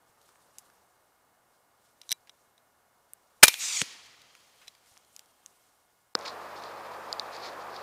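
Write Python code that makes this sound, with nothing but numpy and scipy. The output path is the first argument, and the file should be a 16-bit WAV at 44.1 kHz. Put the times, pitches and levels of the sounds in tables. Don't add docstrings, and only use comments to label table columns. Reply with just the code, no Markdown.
import sys
import numpy as np
from scipy import signal
from scipy.io import wavfile
from scipy.ndimage import uniform_filter1d

SR = 44100
rng = np.random.default_rng(int(sys.argv[2]) if len(sys.argv) > 2 else 0)


def makeup_ratio(level_db):
    decades = np.asarray(level_db, float) / 20
    return 10 ** decades


def to_wav(sig):
    pcm = np.clip(np.atleast_2d(sig), -1, 1) * 32767
    pcm = np.round(pcm).astype(np.int16)
    wavfile.write(sys.argv[1], SR, pcm.T)


N = 344871
TIME = np.arange(N) / SR
IMPACT_S, CRACK_S = 3.8165, .0003

# start in seconds, level in dB, t60 in seconds.
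MUZZLE_BLAST = (3.4318, 26, .0175)


def rms_one(x):
    return x / np.sqrt(np.mean(x ** 2) + 1e-20)


def in_time(rows):
    s, *columns = np.transpose(rows)
    return [np.interp(TIME, s, c) for c in columns]


def drift(rate, size):
    r, steps = np.exp(-80 * np.pi * rate / SR), size // 40 + 2
    slow = signal.lfilter([1], [1, -2 * r, r * r], rng.standard_normal(steps + 2000))
    return np.interp(np.linspace(0, steps - 1, size), np.arange(steps), rms_one(slow)[-steps:])


def ring(x, hz, t60):
    r, w = makeup_ratio(-60 / (t60 * SR)), 2 * np.pi * hz / SR
    return signal.lfilter([0, np.sin(w)], [1, -2 * r * np.cos(w), r * r], x + 1e-18)


def dying(s, t60):
    return (TIME >= s) * makeup_ratio(-60 * np.maximum(TIME - s, 0) / t60)


def noise(spectrum, span, patchy_db, tilt_db=0):
    spans = {"first": (0, 6.14), "blast": (3.3, 3.6), "flight": (3.435, 3.9), "field": (3.7, 5.05),
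             "second": (6.0, 7.83)}
    band_edges = 20 * 2 ** np.arange(0, 10, .5)
    hz_points, db_points = np.transpose(spectrum)
    start, stop = (min(round(s * SR), N) for s in spans[span])
    size = stop - start
    tilt_db = (tilt_db + np.zeros(N))[start:stop]
    total, together, white = 0, drift(34.0, size), rng.standard_normal((2, size))
    for k, (low, high) in enumerate(zip(band_edges, band_edges[1:])):
        hz = np.sqrt(low * high)
        level = np.interp(np.log(hz), np.log(hz_points), db_points, left=-90, right=-90)
        band = signal.sosfilt(signal.butter(2, [low, high], "band", fs=SR, output="sos"), white[k % 2])
        flicker_db = patchy_db * (0.58 * together + drift(26, size))
        sway_db = tilt_db * np.log2(hz / 4000) + flicker_db
        total = total + band * makeup_ratio(level + sway_db)
    evened = total / np.sqrt(uniform_filter1d(total ** 2, size=SR // 3))
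    return np.pad(evened, (start, N - stop))


def strokes(events, rest_db, edge):
    s, db, fade = np.transpose(events)[:, :, None]
    age = (TIME - s) / fade
    shape = np.exp(-np.maximum(-age / 0.76, age) ** edge)
    return makeup_ratio(rest_db) + np.sum(makeup_ratio(db) * shape, axis=0)


def night(span, hum, hum_colour, brush, brush_colour, patchy_db):
    far = makeup_ratio(in_time(hum)[0]) * noise(hum_colour, span, patchy_db=-0.37)
    return far + brush * noise(brush_colour, span, patchy_db)


def tones(lines):
    return sum(makeup_ratio(db + 2.5) * np.sin(2 * np.pi * hz * TIME) for hz, db in lines)


def first_air():
    # time in seconds, level in dB.
    far_hum = [(0, -68.5), (.66, -66.5), (1.0, -69.5), (3.2, -70), (3.41, -68.5), (4.88, -70.5),
               (5.42, -69.5), (6.13, -74)]
    # pitch in Hz, level in dB per Hz.
    hum_colour = [(12, -46), (20, -15), (81, -10), (250, -6), (409, -5), (706, 0.27), (1220, -1.8),
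                  (1500, -5.5), (1900, -22), (2400, -24.5), (3000, -23.5), (3900, -42)]
    # peak in seconds, level in dB, fade in seconds.
    cloth = [(.09, -75, 0.034), (.27, -70, 0.088), (.6, -70, 0.26), (1.55, -78, .05), (1.85, -72, .06),
             (2.08, -68.5, 0.093), (2.4, -77, 0.1), (3.4, -76, .4), (4.42, -71.5, .12), (4.62, -69.5, 0.14),
             (4.9, -64.5, 0.063), (5.15, -69.5, .15), (5.55, -71, 0.31)]
    # pitch in Hz, level in dB per Hz.
    cloth_colour = [(1500, -16.5), (2400, -7.5), (4000, -7), (6120, -5.5), (7500, -3), (11000, -10),
                    (15400, -15)]
    # pitch in Hz, level in dB.
    whine = [(81, -91.5), (122, -91), (721, -87), (1441, -84), (2160, -86.5), (2880, -90.5), (8258, -90),
             (10142, -92)]
    brush = strokes(cloth, rest_db=-86, edge=1.2)
    air = night("first", far_hum, hum_colour, brush, cloth_colour, patchy_db=1.8)
    return air + tones(whine) + makeup_ratio(-73) * rng.standard_normal(N)


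def bumps():
    # start in seconds, level in dB, pitch in Hz.
    knocks = [
        (0.096, -62, 130),
        (4.916, -62, 110),
    ]
    return sum(makeup_ratio(db) * dying(s, 0.041) * np.sin(2 * np.pi * hz * (TIME - s)) for s, db, hz in knocks)


def contacts(events, modes, octaves, ring_db, thump_db, order):
    out, size = np.zeros(N + SR), SR // 10
    age = np.arange(size) / SR
    rise = np.clip(age / 0.0001, 0, 1)
    jolt = makeup_ratio(thump_db) * np.sin(np.pi * np.clip(age / 0.00036, 0, 1))
    for s, peak_db, hz, t60 in events:
        burst = rng.standard_normal(size) * rise * makeup_ratio(-68 * age / t60)
        strength = rng.normal(0, 2.5, len(modes))
        edges = np.clip(hz * 2 ** (octaves * np.array([-.5, .5])), 100, 19000)
        snap = signal.lfilter(*signal.butter(order, edges, "band", fs=SR), burst)
        snap = signal.lfilter(*signal.butter(1, edges[0] / 4, "high", fs=SR), snap)
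        body = sum(makeup_ratio(db + g) * ring(snap, f, d) * f / 8000 for (f, db, d), g in zip(modes, strength))
        touch, at = snap + makeup_ratio(ring_db - 9.5) * body, round(s * SR)
        out[at:at + size] += makeup_ratio(peak_db) * (touch / np.abs(touch).max() + jolt)
    return out[:N]


def gun():
    # start in seconds, peak in dB, pitch in Hz, t60 in seconds.
    fidgets = [(.215, -52, 6500, .012), (.229, -53, 5500, .009), (.258, -55, 9000, .01),
               (.279, -62, 8100, .01), (.29, -49, 1200, .013), (.357, -51, 900, .01), (.7, -51, 1700, .015),
               (2.272, -50.5, 1970, 0.063), (4.0609, -48.5, 4600, 0.017), (4.615, -48.5, 1970, 0.22),
               (4.7499, -48, 3210, .02), (4.861, -51.5, 2300, 0.011), (4.9629, -50.5, 3980, 0.027),
               (4.97, -46, 1467, 0.014), (5.0487, -51, 5000, 0.0081)]
    # start in seconds, peak in dB, pitch in Hz, t60 in seconds.
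    ticks = [(.5842, -29, 7760, 0.0094), (.59, -43, 8020, 0.034), (3.1346, -27, 8800, .0042),
             (3.5408, -18, 2950, 0.011), (4.2177, -44.5, 4060, .013), (4.3514, -40.5, 1890, 0.011),
             (4.57, -61, 4100, .012), (4.9761, -41, 5350, 0.00677), (5.1637, -30.5, 5650, 0.0072),
             (5.1931, -30.5, 5460, 0.0071), (5.2583, -54, 5860, .019), (5.4612, -31.5, 6100, 0.006)]
    # start in seconds, peak in dB, pitch in Hz, t60 in seconds.
    safety = [(2.0151, -35.5, 4900, .016), (2.0169, -41, 5030, 0.01), (2.0331, -49.5, 3270, 0.0081),
              (2.0924, -25.5, 6100, 0.0048), (2.1025, -30.5, 5195, 0.0091), (2.1079, -22.5, 5000, .02),
              (2.1091, -31.5, 4130, 0.055), (2.1172, -7.5, 7500, 0.0098), (2.1248, -11.5, 5600, 0.011),
              (2.2943, -38, 3700, 0.019), (2.5793, -50, 5250, 0.009), (4.6732, -44, 3900, 0.014),
              (4.6798, -32.5, 4500, 0.025)]
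    # start in seconds, peak in dB, pitch in Hz, t60 in seconds.
    action = [
        (3.4276, -11.5, 3278, .015),
        (3.443, -10, 7750, 0.019),
        (3.4478, -4.5, 3460, .025),
        (3.4553, -9.5, 5220, .015),
        (3.470, -16, 4106, .03),
        (3.4785, -13.5, 4948, .07),
        (3.4815, -1.5, 4079, 0.025),
    ]
    # start in seconds, peak in dB, pitch in Hz, t60 in seconds.
    pings = [
        (3.4287, -2, 2400, .06),
        (3.4835, -14.5, 5500, .03),
        (3.494, -24.5, 2400, .015),
    ]
    # pitch in Hz, level in dB, t60 in seconds.
    receiver = [(2400, -11, 0.07), (4090, -5.7, 0.0029), (5500, -12, .011), (6960, -6.5, 0.008),
                (10800, -13.5, 0.0034)]
    # pitch in Hz, level in dB, t60 in seconds.
    lever = [(1100, -1, .012), (2400, -10, .025), (2360, -32, .13), (4010, -0.5, .012),
             (3900, -37.5, 0.094), (6100, -2, 0.0038), (9300, -10.5, .005)]
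    return (contacts(fidgets, receiver, octaves=1.2, ring_db=-28, thump_db=-21.0, order=1)
            + contacts(ticks, receiver, octaves=0.93, ring_db=-24.5, thump_db=-26.5, order=1)
            + contacts(safety, lever, octaves=1.0, ring_db=-4, thump_db=-25.5, order=1)
            + contacts(action, receiver, octaves=3.3, ring_db=-11, thump_db=-21.0, order=1)
            + contacts(pings, receiver, octaves=0.1, ring_db=-11, thump_db=-21.5, order=1))


def blast():
    # pitch in Hz, level in dB per Hz.
    gas_colour = [(24, -45.5), (60, -21.5), (170, -35), (534, -13), (1000, -4), (2100, -6.5), (3050, -8.5),
                  (4200, -4.5), (8270, -4.5), (15400, -14.5)]
    # pitch in Hz, level in dB, t60 in seconds, wobble per second.
    steel = [(3208, -61.5, 5, 70), (2440, -34.5, .8, 250), (3950, -37, .6, 200)]
    s, level_db, t60 = MUZZLE_BLAST
    out = makeup_ratio(level_db) * dying(s, t60) * noise(gas_colour, "blast", patchy_db=4.0)
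    for hz, ring_db, ring_t60, wobble in steel:
        level = makeup_ratio(ring_db + 3.5 * drift(wobble / 2, N))
        tone = np.sin(2 * np.pi * hz * TIME + 1.8 * drift(wobble, N))
        out += dying(s, ring_t60) * level * tone
    return out


def scatter():
    # pitch in Hz, level in dB per Hz.
    crack_colour = [(60, -43.5), (218, -29), (437, -27.5), (725, -18.5), (1360, -18), (2570, -5),
                    (4300, -2), (6000, 5), (8000, -11.5), (11000, -13), (15400, -15.5)]
    # time in seconds, lag in seconds.
    ground_lag = [(3.6, .00075), (3.82, .00092)]
    full_s, level_db, rise_s, minus_rise_db_per_s = 3.63, -27.5, 0.032, -8
    swell = np.exp(-(np.minimum(TIME - full_s, 0) / rise_s) ** 2)
    flight_level = makeup_ratio(level_db - minus_rise_db_per_s * np.maximum(TIME - full_s, 0))
    until_strike = np.clip((IMPACT_S + 0.0054 - TIME) / .008, 0, 1)
    hiss = noise(crack_colour, "flight", patchy_db=1.3)
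    dull = signal.sosfilt(signal.butter(8, 8900, fs=SR, output="sos"), hiss)
    hiss = dull + 0.29 * (hiss - dull)
    bounce = np.interp(TIME, [3.6, 3.68], [0, .4])
    by_ground = np.interp(TIME - in_time(ground_lag)[0], TIME, hiss)
    return swell * flight_level * until_strike * (hiss + bounce * by_ground)


def field():
    # level in dB, t60 in seconds.
    muzzle_echo = (-36.5, 1.2)
    # pitch in Hz, level in dB per Hz.
    echo_colour = [(60, -32), (300, -17.5), (1000, -10), (2500, -4), (6000, 0.5), (10000, -3), (17500, -7)]
    # level in dB, t60 in seconds.
    tails = [
        (-43.5, 0.76),
        (-57, 4.2),
    ]
    # pitch in Hz, level in dB per Hz.
    tail_colour = [(35, -62), (60, -29), (753, -16), (1020, -10.5), (1700, -8.5), (2040, -3.5), (2960, -3),
                   (5420, 0), (15400, -27)]
    echo_db, echo_t60 = muzzle_echo
    echo = makeup_ratio(echo_db) * dying(MUZZLE_BLAST[0], echo_t60) * noise(echo_colour, "flight", patchy_db=1.3)
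    echo *= np.clip((IMPACT_S + .06 - TIME) / .06, 0, 1)
    dull_db, dulling_s = -4.0, 0.147
    tilt_db = dull_db * (1 - np.exp(-np.maximum(TIME - IMPACT_S, 0) / dulling_s))
    gain = sum(makeup_ratio(db) * dying(IMPACT_S, t60) for db, t60 in tails)
    return echo + gain * noise(tail_colour, "field", patchy_db=1.0, tilt_db=tilt_db)


def impact():
    strike_levels = (-5.5, -14.5, -30.5)
    crack_db, spray_db, thud_db = strike_levels
    phase = (TIME - IMPACT_S) / CRACK_S
    pulse = (1 - 2 * phase) * (phase >= 0) * (phase < 1)
    crack = signal.lfilter(*signal.butter(2, [1200, 6500], "band", fs=SR), pulse + 1e-18)
    spray = signal.lfilter(*signal.butter(3, [2500, 8500], "band", fs=SR), rng.standard_normal(N))
    spray = dying(IMPACT_S + CRACK_S, 0.025) * spray
    push = dying(IMPACT_S, 0.039) * rng.standard_normal(N)
    thud = signal.sosfilt(signal.butter(2, [140, 430], "band", fs=SR, output="sos"), push + 1e-18)
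    return makeup_ratio(crack_db) * crack + makeup_ratio(spray_db) * spray + makeup_ratio(thud_db) * thud / np.abs(thud).max()


def late_air():
    # time in seconds, level in dB.
    far_hum = [(6.15, -52.5), (6.2, -42), (6.6, -43), (7.15, -42), (7.82, -42)]
    # pitch in Hz, level in dB per Hz.
    hum_colour = [(53, -51), (90, -24), (150, -21), (212, -36), (268, -16), (394, -7), (468, -1.5),
                  (733, -1.5), (908, 2), (3010, -22), (4520, -27), (10500, -33.5), (13000, -33.5),
                  (17500, -26)]
    # peak in seconds, level in dB, fade in seconds.
    cloth = [(6.22, -50, 0.022), (6.258, -35.5, 0.0075), (6.279, -39, 0.0081), (6.3, -54, 0.011),
             (6.64, -59, .09), (7.35, -48, 0.026), (7.45, -44, 0.038), (7.77, -54.5, .04)]
    # pitch in Hz, level in dB per Hz.
    cloth_colour = [(1470, -35), (2500, 7.5), (2890, -53), (4140, 0), (6690, -18.5), (8150, -27.5),
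                    (12000, -32), (15600, -60), (22000, -120)]
    # pitch in Hz, level in dB.
    drone = [(81.2, -70), (129.8, -71.5), (179.8, -72), (210, -70.5), (240, -73.5)]
    brush = strokes(cloth, rest_db=-61, edge=1.66)
    air = night("second", far_hum, hum_colour, brush, cloth_colour, patchy_db=3.0) + tones(drone)
    hiss = signal.lfilter(*signal.butter(2, [13000, 15600], "band", fs=SR), rng.standard_normal(N))
    return air + makeup_ratio(-72) * rms_one(hiss)


def late_contacts():
    # start in seconds, then its modes, each with pitch in Hz, level in dB, t60 in seconds.
    hollow_knock = (6.1522, [(496, -23, 0.025), (1306, -9.5, 0.0045)])
    # start in seconds, peak in dB, pitch in Hz, t60 in seconds.
    late_ticks = [(6.1519, -7.5, 4760, 0.0072), (6.1894, -37, 6300, 0.0083), (6.2102, -36, 4400, 0.017),
                  (6.2526, -36.5, 3230, 0.018), (6.6374, -35, 3900, .01), (7.1278, -15, 4500, 0.0036),
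                  (7.1962, -16, 4320, .008), (7.365, -33.5, 4050, 0.021), (7.7632, -33.5, 4320, 0.021)]
    # pitch in Hz, level in dB, t60 in seconds.
    scope = [(4500, -27.5, 0.0063), (5100, -5.5, 0.0055)]
    s, modes = hollow_knock
    knock = sum(makeup_ratio(db) * dying(s, t60) * np.sin(2 * np.pi * hz * (TIME - s)) for hz, db, t60 in modes)
    knock = signal.lfilter(*signal.butter(4, 240, "high", fs=SR), knock + 1e-18)
    return knock + contacts(late_ticks, scope, octaves=0.673, ring_db=-7.5, thump_db=-55, order=2)


def scene():
    cut_s, resume_s = 6.138, 6.148
    first = first_air() + bumps() + gun() + blast() + scatter() + field() + impact()
    second = late_air() * np.clip((TIME - resume_s) / 0.0015, 0, 1) + late_contacts()
    second = signal.sosfilt(signal.butter(4, 72, "high", fs=SR, output="sos"), second)
    second = signal.sosfilt(signal.cheby2(12, 30, 15700, fs=SR, output="sos"), second)
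    overloaded = np.clip(first, -1, 1)
    mono = overloaded * (TIME < cut_s) + second * (TIME > resume_s)
    return np.array([mono, mono])


def band_limit(x):
    return signal.sosfilt(signal.butter(12, 15560, fs=SR, output="sos"), x)


def record(dry):
    top = signal.sosfilt(signal.cheby2(10, 40, 16200, fs=SR, output="sos"), dry)
    loudness = np.sqrt(uniform_filter1d(top[0] ** 2, size=512) + 1e-14)
    grit = makeup_ratio(-40) * loudness * rng.standard_normal(N)
    bass = signal.lfilter(*signal.butter(1, 300, fs=SR), top[0])
    grit += makeup_ratio(-30.5) * drift(30, N) * bass
    return band_limit(np.clip(top + grit * [[1], [-1]], -1, 1))


dry = scene()
out = record(dry)
to_wav(out)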